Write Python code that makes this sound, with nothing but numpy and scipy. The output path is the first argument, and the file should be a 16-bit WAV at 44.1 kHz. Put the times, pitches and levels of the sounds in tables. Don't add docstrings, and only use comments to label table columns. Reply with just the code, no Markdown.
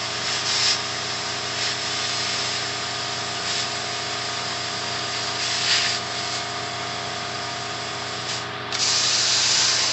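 import sys
import numpy as np
from scipy import signal
from scipy.fft import rfft, irfft, next_fast_len
from scipy.io import wavfile
from scipy.ndimage import uniform_filter1d, map_coordinates

SR = 44100
rng = np.random.default_rng(int(sys.argv[2]) if len(sys.argv) > 2 else 0)


def generate_wav(sig):
    pcm = np.round(np.clip(np.atleast_2d(sig).T, -1, 1) * 32767).astype(np.int16)
    wavfile.write(sys.argv[1], SR, pcm)


N = 437472
T = np.arange(N) / SR

ARC_OFF_S, AIR_OFF_S, AIR_ON_S, PIERCE_S, SINK_S = 5.97, 8.375, 8.706, 8.778, 9.66
# time in seconds, pitch in Hz.
KERF_PITCH = [(0.7, 5074), (3.5, 4936), (5.4, 4756), (5.75, 4865), (6.3, 4716), (8.3, 4910)]
# multiple of the whistle pitch, width in Hz,
# relative level in dB.
GAP_MODES = [(.76, 220, -11.5), (1, 170, -4.5), (1.06, 150, -7.5), (1.17, 290, -17), (1, 930, -2.5)]
# start in seconds, length in seconds,
# rise and fall in seconds, then the relative levels of hiss, roar and whistle in dB.
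FLARES = [(0.216, 0.16, 0.1, -36, -32.5, -31), (0.44, 0.285, 0.055, -32, -34.5, -25),
          (0.603, 0.1, 0.065, -38, -33, -20), (1.548, 0.13, 0.1, -37, -31, -30),
          (1.714, 0.75, 0.37, -37.5, -35.5, -33), (3.445, 0.16, 0.06, -35, -37, -29.5),
          (5.08, 0.22, 0.12, -46, -37.5, -36), (5.38, 0.575, 0.04, -35, -36, -30.5),
          (5.588, 0.3, 0.08, -43.5, -29.5, -35), (5.669, 0.085, 0.056, -33.5, -26.5, -23.5)]
# start in seconds, length in seconds, rise in seconds,
# fall in seconds, relative level in dB.
AIR_PUFFS = [(5.98, 0.37, 0.34, 0.14, -39), (6.302, 0.065, 0.05, 0.04, -37),
             (8.275, 0.037, 0.027, 0.13, -35)]
# start in seconds, length in seconds,
# rise in seconds, fall in seconds, relative level in dB.
CRATER_RING = (9, 0.7, 0.3, 0.12, -38)
# start in seconds, relative level in dB, rise time constant in seconds,
# time to decay by 60 dB in seconds, centre in Hz, width in Hz.
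SNAPS = [(8.7245, -10, 0.0015, 0.014, 3200, 2380), (8.741, -21.5, 0.0024, 0.08, 4900, 1400),
         (8.7507, -13.5, 0.00054, 0.018, 4480, 2000)]
# frequency in Hz, relative spectrum level in dB per Hz.
AIR_COLOUR = [(150, -45), (500, -20.5), (1000, -6), (1700, 0.5), (2400, -0.5), (3100, 2), (3420, 5),
              (3700, 2.5), (4400, 4), (5300, 4), (6100, 0), (6800, 0.5), (7400, 0.5), (8500, -7.5)]
ROAR_COLOUR = [(120, -44), (400, -23.5), (900, -5), (1350, -11.5), (1600, 0), (1900, 2), (2300, -3.5),
               (2650, 1), (3000, -1), (3450, -2), (4400, 0), (6000, -13), (8000, -21)]
FLAME_COLOUR = [(500, -59), (2400, -11.5), (2850, -9), (3250, -11), (3900, -3), (4300, -3), (4720, 1),
                (5100, 0.5), (5700, -4.5), (5950, -2.5), (6300, -6), (7200, -7.5), (7700, -14.5),
                (8600, -18)]
SPATTER_COLOUR = [(100, -45), (250, -16), (500, -6.5), (1050, -2), (1350, -4.5), (1650, 1.5), (2050, -3),
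                  (2850, -3), (3300, -7), (6000, -17), (8600, -25)]
SHOP_COLOUR = [(20, -56), (45, -19.5), (90, -9.5), (140, -0.5), (300, -8), (420, -1), (520, -3),
               (700, -0.5), (1200, 0.5), (1700, 0.5), (2500, -4.5), (3400, -3.5), (5000, -8.5), (6500, -23),
               (8400, -30)]
SHAFT_HZ = 22.603
# multiple of the shaft speed, relative level in dB.
PUMP_PARTIALS = [(4, -51.5), (8, -59.5), (10, -51.5), (12, -53), (14, -51), (15, -54.5), (16, -54),
                 (18, -44.5), (19, -53), (27, -49.5), (29, -46.5), (30, -50.5), (31, -40), (32, -57),
                 (33, -45.5), (34, -52.5), (42, -49.5), (48, -49), (49, -53), (50, -52.5), (52, -47.5),
                 (53, -51), (54, -45), (55, -46.5), (57, -55.5), (66, -55.5), (67, -51), (68, -55.5),
                 (69, -52), (71, -57.5)]
# time in seconds, relative level in dB.
DRONE_SWELL = [(0, -45.5), (1.8, -42.5), (3.5, -39), (5.4, -39.5), (6.5, -37), (7.7, -38), (8.6, -47.5),
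               (9.1, -55), (9.92, -50)]
# frequency in Hz, relative level in dB of each partial.
PUMP_BED = [(25, -87), (70, -67.5), (150, -57.5), (450, -60.5), (1000, -68.5), (1700, -56), (2400, -61.5),
            (3400, -63), (4500, -67.5)]
# frequency in Hz, relative level in dB of each partial.
DULL_PUMP = [(25, -85), (60, -70.5), (90, -54), (200, -61), (320, -53), (400, -56), (550, -63),
             (660, -45.5), (800, -72), (1250, -58.5), (2500, -68), (4300, -73)]
DULL_S, DULL_OVER_S, DULL_SHARE = 8.9, 0.57, 0.59
MAINS_HZ = 60
# multiple of the mains frequency, level in dB.
HUM = [(2, -44.5), (3, -56), (4, -61.5)]
# frequency in Hz, width in Hz, level in dB.
WHINES = [(168, 0.43, -60.5), (948, 9.7, -53.5), (1222, 12, -52.5), (2010, 1.1, -57.5),
          (2180, 1.1, -51), (3392, 70, -46.5)]
# frequency in Hz, gain in dB.
MIC_TREBLE = [(7000, 0.5), (7700, 3.5), (8000, -5.5), (8300, -11.5), (8600, -35)]
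TOP_HZ = 8600


def air_jet(jet_db=5, whistle_db=-2, flutter_db=0.6, spread_db=-0.25, cut_hiss_db=-42.0,
            cut_whistle_db=-37, free_whistle_db=4.0, even_db=-32):
    air = blowing()
    hiss_gain = together([air, cutting(cut_hiss_db, column_index=0)])
    hiss = amp(jet_db) * hiss_gain * rush(AIR_COLOUR, patchy_db=0.83)
    edge_gain = together([amp(free_whistle_db) * air, cutting(cut_whistle_db, column_index=2)])
    edge_db = 20 * np.log10(edge_gain)
    edge_hz, = curves(KERF_PITCH)
    modes = [amp(db) * resonance(ratio * edge_hz, width_hz) for ratio, width_hz, db in GAP_MODES]
    breath_gain = amp(spread_db * (edge_db - even_db))
    whistle = sum(modes[:-1]) + breath_gain * modes[-1]
    return hiss + amp(edge_db + whistle_db + flutter_db * wobble(90)) * whistle


def blowing(flow_db=-43, bleed_db_per_s=105, open_s=0.04):
    bleeding = amp(-bleed_db_per_s * np.maximum(T - AIR_OFF_S, 0))
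    valve = np.maximum(bleeding, ramp(AIR_ON_S, open_s))
    puffs = [amp(db) * swell(*shape) for *shape, db in AIR_PUFFS]
    return together([amp(flow_db) * valve] + puffs)


def cutting_arc(steady_db=-39, sputter_db=1.46):
    sputter = amp(sputter_db * wobble(160))
    return cutting(steady_db, column_index=1) * sputter * rush(ROAR_COLOUR, patchy_db=1.5)


def cutting(steady_db, column_index, out_s=0.055, wander_db=0.5):
    steady = amp(steady_db + wander_db * wobble(5.6)) * (1 - ramp(ARC_OFF_S, out_s))
    flares = [amp(levels[column_index]) * swell(start, length, edge, edge)
              for start, length, edge, *levels in FLARES]
    return together([steady] + flares)


def piercing_arc(flame_db=-22, rise_s=0.062, grow_db_per_s=1.8, sink_db_per_s=22, spray_db=-36.5,
                 spray_db_per_s=5, sputter_db=0.6, surge_db=0.45, crater_hz=1550):
    age = np.maximum(T - PIERCE_S, 0)
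    sinking_db = sink_db_per_s * np.maximum(T - SINK_S, 0)
    hiss_db = flame_db + grow_db_per_s * age - sinking_db + surge_db * wobble(12)
    hiss = amp(hiss_db + sputter_db * wobble(120)) * rush(FLAME_COLOUR, patchy_db=0.5)
    spatter = amp(spray_db + spray_db_per_s * age) * rush(SPATTER_COLOUR, patchy_db=2.5)
    *shape, ring_db = CRATER_RING
    crater = amp(ring_db) * swell(*shape) * resonance(crater_hz, width_hz=73)
    return (hiss + spatter) * ramp(PIERCE_S, rise_s) + crater


def pilot_arc(hiss_db=-37, spit_db=-33, length=0.045, rise=0.028, fall=0.06):
    hiss = amp(hiss_db) * rush(FLAME_COLOUR, patchy_db=3.0)
    spit = amp(spit_db) * rush(SPATTER_COLOUR, patchy_db=2.5)
    return swell(SNAPS[0][0], length, rise, fall) * (hiss + spit)


def ignition(low_hz=450):
    snaps = np.zeros(N)
    for start, db, rise, t60, centre_hz, width_hz in SNAPS:
        age = np.maximum(T - start, 0)
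        envelope = amp(db - 60 * age / t60) * (1 - np.exp(-age / rise))
        snaps += envelope * resonance(centre_hz, width_hz)
    return filtered(snaps, lambda hz: (1j * hz / (low_hz + 1j * hz)) ** 2)


def reflections(x, echo_db, reach, travel, count=8):
    creep = travel * wobble(0.99)
    delays = rng.uniform(0.000997, reach, count)
    sways = rng.standard_normal(count)
    signs = rng.choice([-1, 1], count)
    copies = sum(sign * np.interp(T - delay - sway * creep, T, x, left=0)
                 for delay, sway, sign in zip(delays, sways, signs))
    return (x + amp(echo_db) * copies / np.sqrt(count)) / np.hypot(1, amp(echo_db))


def compressor(drift=0.0012, flutter_db=0.48, drone_db=-1.0, order=31, count=190, size=8192):
    partial_hz = np.arange(count) * SHAFT_HZ
    turns = SHAFT_HZ * T + drift * wobble(3)
    phases = 1.2 * np.arange(count) ** 2 + .4 * rng.standard_normal(count)

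    def strokes(gains):
        cycle = irfft(gains * np.exp(1j * phases), size) * size / np.sqrt(2)
        return np.interp(turns % 1, np.arange(size) / size, cycle)

    strong, strong_db = np.transpose(PUMP_PARTIALS)
    gains = amp(along(PUMP_BED, partial_hz))
    gains[np.rint(strong).astype(int)] = amp(strong_db)
    gains[order] = 0
    swell_db, = curves(DRONE_SWELL)
    drone = amp(swell_db + drone_db) * np.sqrt(2) * np.cos(2 * np.pi * order * turns + phases[order])
    dull_gains = amp(along(DULL_PUMP, partial_hz))
    dull = DULL_SHARE * ramp(DULL_S, DULL_OVER_S)
    rattle = (1 - dull) * strokes(gains) + dull * strokes(dull_gains)
    return rattle * amp(flutter_db * wobble(14)) + drone


def workshop(air_db=-35.5):
    hum = sum(amp(db) * np.sin(2 * np.pi * (round(multiple) * MAINS_HZ * T + rng.random()))
              for multiple, db in HUM)
    whines = sum(amp(db) * resonance(hz, width_hz) for hz, width_hz, db in WHINES)
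    fans = amp(air_db) * rush(SHOP_COLOUR, patchy_db=1.5)
    return np.sqrt(2) * hum + whines + fans


def rush(spectrum, patchy_db):
    z = signal.stft(rng.standard_normal(N), nperseg=512)[2]
    eddies = uniform_filter1d(rng.standard_normal(z.shape), size=4, axis=0)
    eddies = uniform_filter1d(eddies, size=14, axis=1)
    noise = signal.istft(z * amp(patchy_db * unit(eddies)), nperseg=512)[1][:N]
    return unit(filtered(noise, lambda hz: amp(along(spectrum, hz))))


def resonance(centre_hz, width_hz):
    def slow_noise():
        return filtered(rng.standard_normal(N), lambda hz: 1 / (1 + (hz / width_hz) ** 2))

    phase = 2 * np.pi * np.cumsum(centre_hz * np.ones(N)) / SR
    return unit(slow_noise() * np.cos(phase) + slow_noise() * np.sin(phase))


def wobble(rate, count=2000):
    coarse = T[::32]
    knots = rng.standard_normal(count)
    return np.interp(T, coarse, map_coordinates(knots, [coarse * rate], mode="mirror"))


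def ramp(start, length):
    return np.sin(np.pi / 2 * np.clip((T - start) / length, 0, 1))


def swell(start, length, rise, fall):
    return ramp(start, rise) * (1 - np.clip((T - start - length) / fall, 0, 1))


def together(gains):
    return np.sqrt(sum(g ** 2 for g in gains) + 1e-12)


def filtered(x, response):
    size = next_fast_len(N + SR // 2)
    return irfft(rfft(x, size) * response(np.fft.rfftfreq(size, 1 / SR)), size)[:N]


def along(points, hz):
    f, v = np.transpose(points)
    return np.interp(np.log(hz + 1), np.log(f + 1), v)


def curves(rows):
    s, *cols = np.transpose(rows)
    return [np.interp(T, s, c) for c in cols]


def amp(db):
    return 10 ** (np.asarray(db) / 20)


def unit(x):
    return x / np.sqrt(np.mean(x ** 2) + 1e-20)


def scene(torch_db=0.8, pump_db=-0.5):
    torch = air_jet() + cutting_arc() + piercing_arc() + pilot_arc() + ignition()
    torch = reflections(torch, echo_db=-7.0, reach=.012, travel=0.0001174)
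    mono = amp(torch_db) * torch + amp(pump_db) * compressor() + workshop()
    return np.array([mono, mono])


def record(dry):
    return np.array([filtered(x, lambda hz: amp(along(MIC_TREBLE, hz)) * (hz < TOP_HZ)) for x in dry])


dry = scene()
out = record(dry)
generate_wav(out)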